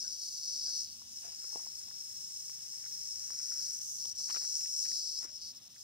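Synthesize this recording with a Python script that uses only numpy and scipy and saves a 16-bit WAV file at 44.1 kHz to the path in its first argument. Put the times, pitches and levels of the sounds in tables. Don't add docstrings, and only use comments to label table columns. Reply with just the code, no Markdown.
import sys
import numpy as np
from scipy import signal
from scipy.fft import rfft, irfft, next_fast_len
from scipy.io import wavfile
from scipy.ndimage import uniform_filter1d

SR = 44100
rng = np.random.default_rng(int(sys.argv[2]) if len(sys.argv) > 2 else 0)


def how_loud(loudness_db):
    steps = np.asarray(loudness_db, float) / 20
    return 10 ** steps


def file_out(sig):
    cols = np.atleast_2d(sig).T
    lim = np.clip(cols, -1, 1)
    pcm = np.round(lim * 32767).astype(np.int16)
    wavfile.write(sys.argv[1], SR, pcm)


N = 257390
T = np.arange(N) / SR

SNAKE_LAG = 10
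EDGE_LAG = 3
PAN_DB = 5.5


def unit(x):
    return x / np.sqrt(np.mean(x ** 2))


def band(x, hz, width, order=1):
    edges = [max(hz - width / 2, 20), min(hz + width / 2, 0.49 * SR)]
    return signal.sosfilt(signal.butter(order, edges, "band", fs=SR, output="sos"), x)


def high_pass(x, order, hz):
    return signal.sosfilt(signal.butter(order, hz, "high", fs=SR, output="sos"), x)


def ring(x, modes):
    out = 0
    for k, (hz, width, db) in enumerate(modes):
        out = out + (-1) ** k * how_loud(db) * band(x, hz, width)
    return out


def walk(rate):
    hold = int(SR / rate)
    steps = np.repeat(rng.standard_normal(N // hold + 1), hold)
    return 1.97 * uniform_filter1d(uniform_filter1d(steps, hold), hold)[:N]


def late(x, samples):
    return np.concatenate([np.zeros(samples), x[:N - samples]])


def curve(table):
    return np.interp(T, *np.transpose(table))


def arch(start, length):
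    return np.sin(np.pi * np.clip((T - start) / length, 0, 1))


def swells(rows, rest_db):
    gain = how_loud(rest_db)
    for start, length, db in rows:
        gain = gain + how_loud(db) * np.sqrt(abs(arch(start, length)))
    return gain


def grains(spread_db):
    size = np.minimum(rng.exponential(size=N), 6)
    return unit(rng.standard_normal(N) * how_loud(spread_db * size))


def lifted(x, rise_hz):
    analytic = signal.hilbert(x, next_fast_len(N))[:, :N]
    return np.real(analytic * np.exp(2j * np.pi * np.cumsum(rise_hz) / SR))


def scatter(x, wet_db, decay_s, count=14):
    out, t, hop = np.zeros(2 * N), np.arange(700) / SR, N // count + 1
    present = rng.random((count + 1, 700)) < 1 / 8
    echoes = rng.standard_normal((count + 1, 700)) * present * np.exp(-t / decay_s)
    padded = np.pad(x, (hop, 2 * hop))
    fade = np.sin(np.pi * np.arange(2 * hop) / (2 * hop))
    for k, echo in enumerate(echoes):
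        stretch = fade * padded[k * hop:(k + 2) * hop]
        piece = signal.oaconvolve(stretch, echo / np.sqrt(np.sum(echo ** 2)))
        out[k * hop:][:len(piece)] += piece
    wet = late(out[hop:hop + N], samples=30)
    return (x + how_loud(wet_db) * wet) / np.sqrt(1 + how_loud(2 * wet_db))


def segments(swing, modes, alike, spread_db, flicker_db, lag):
    shared, left, right = (unit(ring(swing * grains(spread_db), modes)) for _ in range(3))
    own = np.sqrt(1 - alike) * np.array([left, right])
    delayed = shared[np.maximum(np.arange(N) - lag, 0)]
    common = np.sqrt(alike) * np.array([delayed, shared])
    return how_loud(flicker_db * walk(14)) * (common + own)


def tail_swing():
    # t/s, f/Hz (turns per second)
    tail_rate = [(0, 152), (.8, 147), (1.7, 150), (2.9, 144), (3.4, 148), (4.1, 139), (4.6, 152),
                 (5.1, 158), (5.84, 152)]
    turns = np.cumsum(curve(tail_rate) * (1 + 0.012 * walk(30))) / SR
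    force_db = 0.7 * rng.standard_normal(N // 100)[turns.astype(int)]
    return how_loud(2.2 * np.cos(2 * np.pi * turns) + 0.6 * np.cos(np.pi * turns) + force_db)


def falters():
    # t/s, level/dB, half length/s
    lapses = [(0.927, -1.5, 0.09), (1.06, -4.5, 0.053), (1.34, -1, 0.088), (2.467, -0.5, 0.043),
              (2.63, -1.5, 0.061), (4.138, -15.5, 0.01), (4.17, -6, 0.0053), (4.172, -8, 0.0021),
              (4.68, -2.5, 0.02), (5.245, 4, 0.0047), (5.269, -8.5, 0.011), (5.362, 4.5, 0.0052),
              (5.393, -7, 0.01), (5.534, -10, 0.013), (5.598, -8, 0.012), (5.66, -8.5, 0.087),
              (5.687, -15.5, 0.0033), (5.74, -2, .006), (5.77, -3, 0.0071), (2.935, 2.5, 0.013),
              (3.758, 2, 0.03), (3.8, -5, 0.0044), (5.462, -1.5, 0.033)]
    total_db = 0.6 * walk(20)
    for at, db, half in lapses:
        stretch = np.where(T > at, 1.72, 1)
        total_db = total_db + db * np.exp(-((T - at) / half / stretch) ** 2)
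    return total_db


def stone_echo(shell):
    # t/s, share/1
    stone_share = [(0, .2), (.5, .33), (.85, .3), (1.0, .06), (5.84, .04)]
    echo, gap = curve(stone_share), int(0.001375 * SR)
    bounce = np.array([late(port, gap) + 0.7 * late(port, 2 * gap) for port in shell])
    return (shell + echo * bounce) / np.sqrt(1 + 2.0 * echo ** 2)


def shell_ring(swing, effort_db, extra_db, side):
    # f/Hz, width/Hz, level/dB
    main_modes = [(5050, 450, -10), (5370, 230, 0), (5760, 480, -8), (6450, 500, -18)]
    # f/Hz, width/Hz, level/dB
    deep_modes = [(4197, 350, -5), (4510, 340, 0.5), (4860, 404, 3.5), (5870, 70, 4)]
    # t/s, length/s, level/dB
    whips = [(-.1, 0.4, -50.5), (.2, 0.75, -47), (.66, 0.19, -57.5), (3.4, 0.31, -54.5),
             (3.98, 0.39, -58.5), (4.17, 0.48, -51.5), (4.69, 0.14, -58), (4.82, 0.42, -46.5),
             (5.38, 0.14, -52.5), (5.54, .06, -65), (5.7, 0.23, -64)]
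    # t/s, rise f/Hz
    tightening = [(0, 111), (.85, 81), (1.0, -20.5), (2.0, 10.5), (3.1, 40.5), (3.5, 129.5), (4.7, 111),
                  (5.3, 60.5), (5.84, -3.5)]
    # from t/s, to t/s
    turned = (.9, 3.3)
    lag = SNAKE_LAG + ((T > turned[0]) & (T < turned[1]))
    pan_db = PAN_DB + 0.036 * extra_db - 0.34 * walk(4.2)
    main = lifted(segments(swing, main_modes, 0.92, 1.0, 0.13, lag), curve(tightening))
    deep = swells(whips, -66) * how_loud(1.8 * side) * segments(swing, deep_modes, 0.83, 1.5, 0.89, lag)
    shell = high_pass(how_loud(effort_db + pan_db * side) * main + deep, 11, 3950)
    return np.array([scatter(port, -12, 0.004) for port in stone_echo(shell)])


def treble_clatter(swing, extra_db, side):
    # f/Hz, width/Hz, level/dB
    edge_modes = [(6420, 510, 5), (7610, 200, 6), (7960, 1370, -3), (9056, 930, -13)]
    # f/Hz, width/Hz, level/dB
    sizzle_modes = [(10000, 2900, -7), (12800, 650, -4), (14440, 1200, -0.5), (14900, 660, -8)]
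    # f/Hz, width/Hz, level/dB
    tip_modes = [(5960, 630, 2), (6850, 1800, -27)]
    # t/s, edge level/dB
    facing = [(0, -54), (.8, -54.5), (1.3, -54.5), (2.2, -52), (4.0, -52.5), (4.8, -52), (5.24, -53),
              (5.28, -58), (5.84, -52.5)]
    # t/s, length/s, level/dB
    tilts = [
        (.2, 0.28, -50.5),
        (.72, 0.15, -50.5),
        (1.0, 0.33, -50),
        (1.45, 0.27, -54),
        (2.2, 1.0, -58),
        (3.4, 0.57, -50),
        (3.8, 0.32, -47.5),
        (4.45, 0.57, -45),
        (5.7, .25, -58),
    ]
    # f/Hz, width/Hz, share/1
    case_dips = [(7520, 240, 0.66), (11370, 1300, 0.53), (6060, 170, 0.21)]
    facing_db = curve(facing)
    edge_db = facing_db + 0.52 * extra_db
    sizzle_db = facing_db - 11.5 + 0.068 * extra_db
    edge = how_loud(edge_db - 4.4 * side) * segments(swing, edge_modes, 0.57, 1.5, 0.56, EDGE_LAG)
    sizzle = how_loud(sizzle_db - 4.6 * side) * segments(swing ** 0.6, sizzle_modes, 0.75, 1.4, 0.6, lag=8)
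    tip = swells(tilts, -72.5) * segments(swing, tip_modes, 0.43, 0.66, 0.88, EDGE_LAG)
    treble = high_pass(edge + sizzle + tip, 3, 6200)
    treble = np.array([scatter(port, -8, 0.004) for port in treble])
    for hz, width, share in case_dips:
        treble = treble - share * band(treble, hz, width)
    return treble


def rattle():
    # t/s, shell ring level/dB
    effort = [(.08, -42.5), (.3, -50), (.5, -42), (.8, -40.5), (.88, -51.5), (1.2, -50), (1.55, -46),
              (1.76, -50), (2.6, -48.5), (3.3, -44), (3.65, -40.5), (3.93, -52.5), (4.08, -42),
              (4.8, -39.5), (5.25, -43), (5.28, -48.5), (5.72, -53.5), (5.84, -53)]
    effort_db = curve(effort)
    extra_db = effort_db + 46
    side = np.array([[0.5], [-0.5]])
    swing, falter_db = tail_swing(), falters()
    shell = how_loud(falter_db + 2.5) * shell_ring(swing, effort_db, extra_db, side)
    return shell + how_loud(0.76 * falter_db + 4.0) * treble_clatter(swing, extra_db, side)


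def scuffs(grit):
    # t/s, length/s, level/dB, centre f/Hz
    slides = [(-.1, 0.3, -75.5, 242), (0.567, 0.49, -76.5, 243), (0.685, 0.02, -63, 630),
              (1.217, 0.09, -59.5, 830), (1.293, 0.061, -65, 860), (1.486, 0.21, -68, 780),
              (2.821, 0.059, -65, 1570), (3.11, 0.82, -68.5, 1500), (4.106, 0.017, -66, 1210),
              (4.281, 0.044, -53, 1220), (4.352, 0.059, -70, 1480), (4.399, 0.068, -61, 1040),
              (4.836, 0.059, -67, 1950), (5.193, 0.095, -57, 1070), (5.275, 0.037, -67, 1380),
              (5.757, 0.015, -67, 1920)]
    out = np.zeros(N)
    for at, length, db, hz in slides:
        out += how_loud(db) * arch(at, length) * unit(band(grit, hz, 0.43 * hz))
    return out


def trickling_sand():
    # t/s, level/dB
    shuffle = [(0, -77), (.3, -101), (1.45, -74), (2.25, -78), (2.9, -72.5), (3.9, -82.5), (4.6, -74.5),
               (5.05, -87), (5.84, -85)]
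    return how_loud(curve(shuffle) + 3.5 + 0.15 * walk(42)) * unit(band(grains(5.4), 1400, 1680))


def brushing_stems():
    # t/s, length/s, level/dB
    brushes = [
        (.8, 0.69, -71),
        (1.8, 1, -96),
        (3.1, 0.39, -84),
        (5.33, 0.18, -74),
    ]
    rustle = unit(band(grains(3.0), 3230, 970, order=2))
    return swells(brushes, -78) * how_loud(0.5 + 1.5 * walk(9)) * rustle


def air():
    # f/Hz, level/dB
    air_shape = [(20, -47), (35, -25), (60, 2.5), (100, -0.5), (200, -0.5), (290, -6.5), (400, -14),
                 (1000, -13.5), (2200, -17.5), (3300, -7), (4200, -4), (6000, -39)]
    hz = np.maximum(np.arange(N // 2 + 1) * SR / N, 1)
    shape_hz, shape_db = np.transpose(air_shape)
    shape = how_loud(np.interp(np.log(hz), np.log(shape_hz), shape_db))
    mid, side = rfft(rng.standard_normal((2, N)))
    apart = np.clip(0.31 + hz / 2600, 0, 0.8)
    both = irfft(shape * (mid + apart * side * np.array([[1], [-1]])), N)
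    return unit(both) * how_loud(-67.5 + 0.9 * walk(7))


def motors():
    # from t/s, to t/s, f/Hz, level/dB
    engines = [
        (-.2, 2.2, 91.5, -82),
        (2.6, 4.8, 91.5, -82),
        (1.8, 4.8, 156, -82),
        (.5, 1.4, 226, -83),
        (3.4, 5.3, 213, -85),
        (4.6, 6, 118.4, -82),
    ]
    out = 0
    for start, end, hz, db in engines:
        swell = arch(start, end - start) ** 0.5
        phase = 2 * np.pi * np.cumsum(hz * (1 + 0.015 * walk(3))) / SR
        out = out + how_loud(db + 3 + 1.8 * walk(8)) * swell * np.sin(phase)
    return out


def clacks():
    # t/s, peak level/dB, f/Hz
    hard_clacks = [(0.0266, -37, 5530), (0.0455, -28, 5490), (0.077, -21, 5530), (0.3965, -33, 5170),
                   (0.4823, -26, 5140), (0.6608, -24, 4960), (0.714, -29, 5200), (1.1712, -33.5, 5500),
                   (1.589, -33, 5400), (1.9026, -35, 5200), (2.1395, -34, 5250), (2.2732, -31, 5400),
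                   (2.3615, -31.5, 5300), (2.4006, -31, 5420), (2.872, -31, 5430), (2.9296, -32, 5360),
                   (3.0114, -33, 5390), (3.1153, -31, 5320), (3.1934, -30, 5340), (3.3877, -35, 5200),
                   (3.4206, -27, 5550), (3.471, -37, 5600), (3.5049, -32, 5300), (3.5564, -29, 5500),
                   (3.5947, -32, 5470), (3.6227, -35, 5570), (3.7465, -26, 5460), (3.788, -37.5, 5600),
                   (3.811, -32, 5800), (3.9726, -34, 5910), (3.9988, -31, 5480), (4.0223, -26, 5740),
                   (4.0711, -32, 5650), (4.1123, -24, 5670), (4.1495, -36, 5700), (4.169, -28, 5630),
                   (4.2128, -31, 5500), (4.2567, -28, 5680), (4.4275, -30, 5250), (4.5523, -31, 5400),
                   (4.635, -24, 5380), (4.7017, -31, 5200), (4.7401, -30, 5360), (4.79, -22, 5580),
                   (4.8549, -33, 5030), (4.8905, -31, 5430), (4.9285, -20.5, 5390), (4.975, -34, 5440),
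                   (5.0739, -30, 5640), (5.1537, -29, 5260), (5.176, -27, 5120), (5.245, -33, 5400),
                   (5.3398, -37, 5370), (5.3652, -37, 5400), (5.4215, -44, 5660), (5.4765, -40, 5030)]
    out, t = np.zeros(N + 400), np.arange(400) / SR
    for at, db, hz in hard_clacks:
        envelope = np.exp(-(t / 0.0015 - 1.6) ** 2)
        out[int(at * SR):][:400] += how_loud(db - 5.5) * envelope * np.sin(2 * np.pi * hz * t)
    ping = out[:N]
    return np.array([how_loud(PAN_DB / 2) * late(ping, SNAKE_LAG), how_loud(-PAN_DB / 2) * ping])


def hoe():
    # t/s, peak level/dB
    jolts = [
        (.042, -58.5),
        (.674, -62.5),
    ]
    # f/Hz, level/dB, t60/s
    hoe_modes = [
        (630, 0, 0.061),
        (1440, 1, 0.17),
        (1560, 12.5, 0.11),
    ]
    at, peak_db = np.array(jolts).T[:, :, None]
    age = np.maximum(T - at, 0)
    ringing = 0
    for hz, db, t60 in hoe_modes:
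        ringing = ringing + how_loud(db - 60 * age / t60) * np.sin(2 * np.pi * hz * age)
    struck = how_loud(peak_db) * (1 - np.exp(-age / 0.003)) * ringing
    return np.sum(struck, axis=0) * how_loud(2.5 * walk(62.0))


def shaft_hums(grit):
    # t/s, length/s, level/dB, f/Hz
    hums = [
        (0.675, 0.05, -69.5, 630),
        (.68, .04, -68, 1540),
        (1.22, 0.092, -70, 650),
        (5.228, 0.17, -76, 620),
    ]
    out = np.zeros(N)
    for at, length, db, hz in hums:
        out += how_loud(db) * arch(at, length) * unit(band(grit, hz, 58))
    return out


def thuds():
    # t/s, peak level/dB, f/Hz
    blows = [(1.018, -66, 610), (1.443, -51, 520), (1.557, -42, 417), (1.664, -62, 530), (3.303, -69, 700),
             (4.052, -51.5, 500), (4.2, -54, 770), (4.118, -59, 600), (4.3, -75, 500), (4.557, -58, 605),
             (5.25, -48, 337)]
    out = np.zeros(N)
    for at, db, hz in blows:
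        age = np.maximum(T - at, 0)
        out += how_loud(db) * np.sin(2 * np.pi * hz * age) * np.exp(-age * hz)
    return out


def skitters(count=5):
    # t/s, length/s, peak level/dB, crack over knock level/dB
    runs = [
        (1.678, 0.29, -65.5, -6.5),
        (2.01, 1, -69, 4),
        (3, 0.32, -55.5, -14),
        (3.329, 0.34, -49.5, -28),
        (4.274, 0.11, -47, -20),
        (4.453, 0.086, -62.5, -11),
        (4.828, 0.062, -56, -6),
        (5.195, 0.12, -65, 0),
    ]
    rows = []
    for at, length, db, crack_db in runs:
        for place in rng.random(count):
            size, tone = rng.standard_normal(2)
            rows.append((at + length * place, db + size, 1190 * (1 + np.tanh(tone) / 10), crack_db))
    return rows


def pebbles():
    # t/s, peak level/dB, f/Hz, crack over knock level/dB
    single_pebbles = [(1.019, -47.5, 1071, -9), (1.233, -45, 990, 5), (1.443, -44.5, 1230, -23),
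                      (1.528, -48.5, 905, -23.5), (1.55, -49, 955, -20), (1.558, -35, 815, -36),
                      (1.571, -43, 716, -16), (1.595, -49, 1000, -23), (1.608, -53.5, 1000, -23),
                      (1.666, -45, 950, -33), (1.814, -56, 1610, -22), (1.882, -44.5, 860, -0.5),
                      (1.912, -45, 1130, -13), (2.496, -47.5, 1078, -15), (2.861, -46.5, 1460, -22),
                      (3.304, -38.5, 1110, -36), (3.402, -48.5, 1320, -13), (3.52, -42.5, 1330, -27),
                      (3.601, -45, 1470, -4), (4.054, -40.5, 970, 3), (4.203, -47, 1140, -16),
                      (4.3, -32, 1073, -3), (4.307, -31.5, 1240, 0), (4.278, -53, 1100, -10),
                      (4.29, -54, 1300, -6), (4.312, -39, 1236, 2), (4.347, -33.5, 1260, -3),
                      (4.362, -30, 1300, -6), (4.37, -32, 1200, -16), (4.378, -43, 1300, -6),
                      (4.408, -54, 1500, -8), (4.449, -47.5, 1370, -17), (4.557, -51, 1340, -10),
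                      (4.575, -56, 1500, -8), (4.61, -44, 1450, 14), (4.657, -44, 1960, 9),
                      (4.679, -42, 1970, 11), (4.733, -55, 1510, -5), (4.854, -44, 1650, 0.5),
                      (4.861, -43, 1770, 4), (4.917, -44.5, 1850, -4.5), (5.235, -46.5, 1510, 1)]
    out, t = np.zeros((2, N + 800)), np.arange(800) / SR
    push = (1 - np.exp(-t / 0.0003)) * np.exp(-t / 0.0017)
    for at, db, hz, crack_db in list(single_pebbles) + skitters():
        dull, bright = rng.standard_normal((2, 800))
        knock = np.sin(2 * np.pi * hz * t) + 0.38 * unit(band(dull, hz, hz))
        crack = how_loud(crack_db) * unit(band(bright, 3980, 3900, order=2))
        knock = push * (knock + crack)
        by_hoe = int(hz < 1075)
        out[by_hoe, int(at * SR):][:800] += how_loud(db) * knock / np.max(abs(knock))
    return out[:, :N]


def boots():
    grit = grains(4.7)
    by_boots, by_hoe = pebbles()
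    by_hoe = by_hoe + hoe() + thuds() + shaft_hums(grit)
    by_hoe = band(by_hoe, 2100, 3800, order=2)
    by_boots = by_boots + scuffs(grit) + trickling_sand() + brushing_stems()
    left = by_boots + 0.4 * band(by_boots, 1350, 1200) + by_hoe
    right = late(by_boots, 20) + 1.1 * late(by_hoe, 12)
    return np.array([left, right])


def scene():
    return rattle() + boots() + air() + motors() + clacks()


def top_cut(x):
    return signal.sosfilt(signal.butter(12, 15730, fs=SR, output="sos"), x)


def record(dry):
    low_pass = signal.ellip(8, 0.2, 70, 15700, fs=SR, output="sos")
    mix = signal.sosfilt(low_pass, dry)
    return top_cut(mix)


dry = scene()
out = record(dry)
file_out(out)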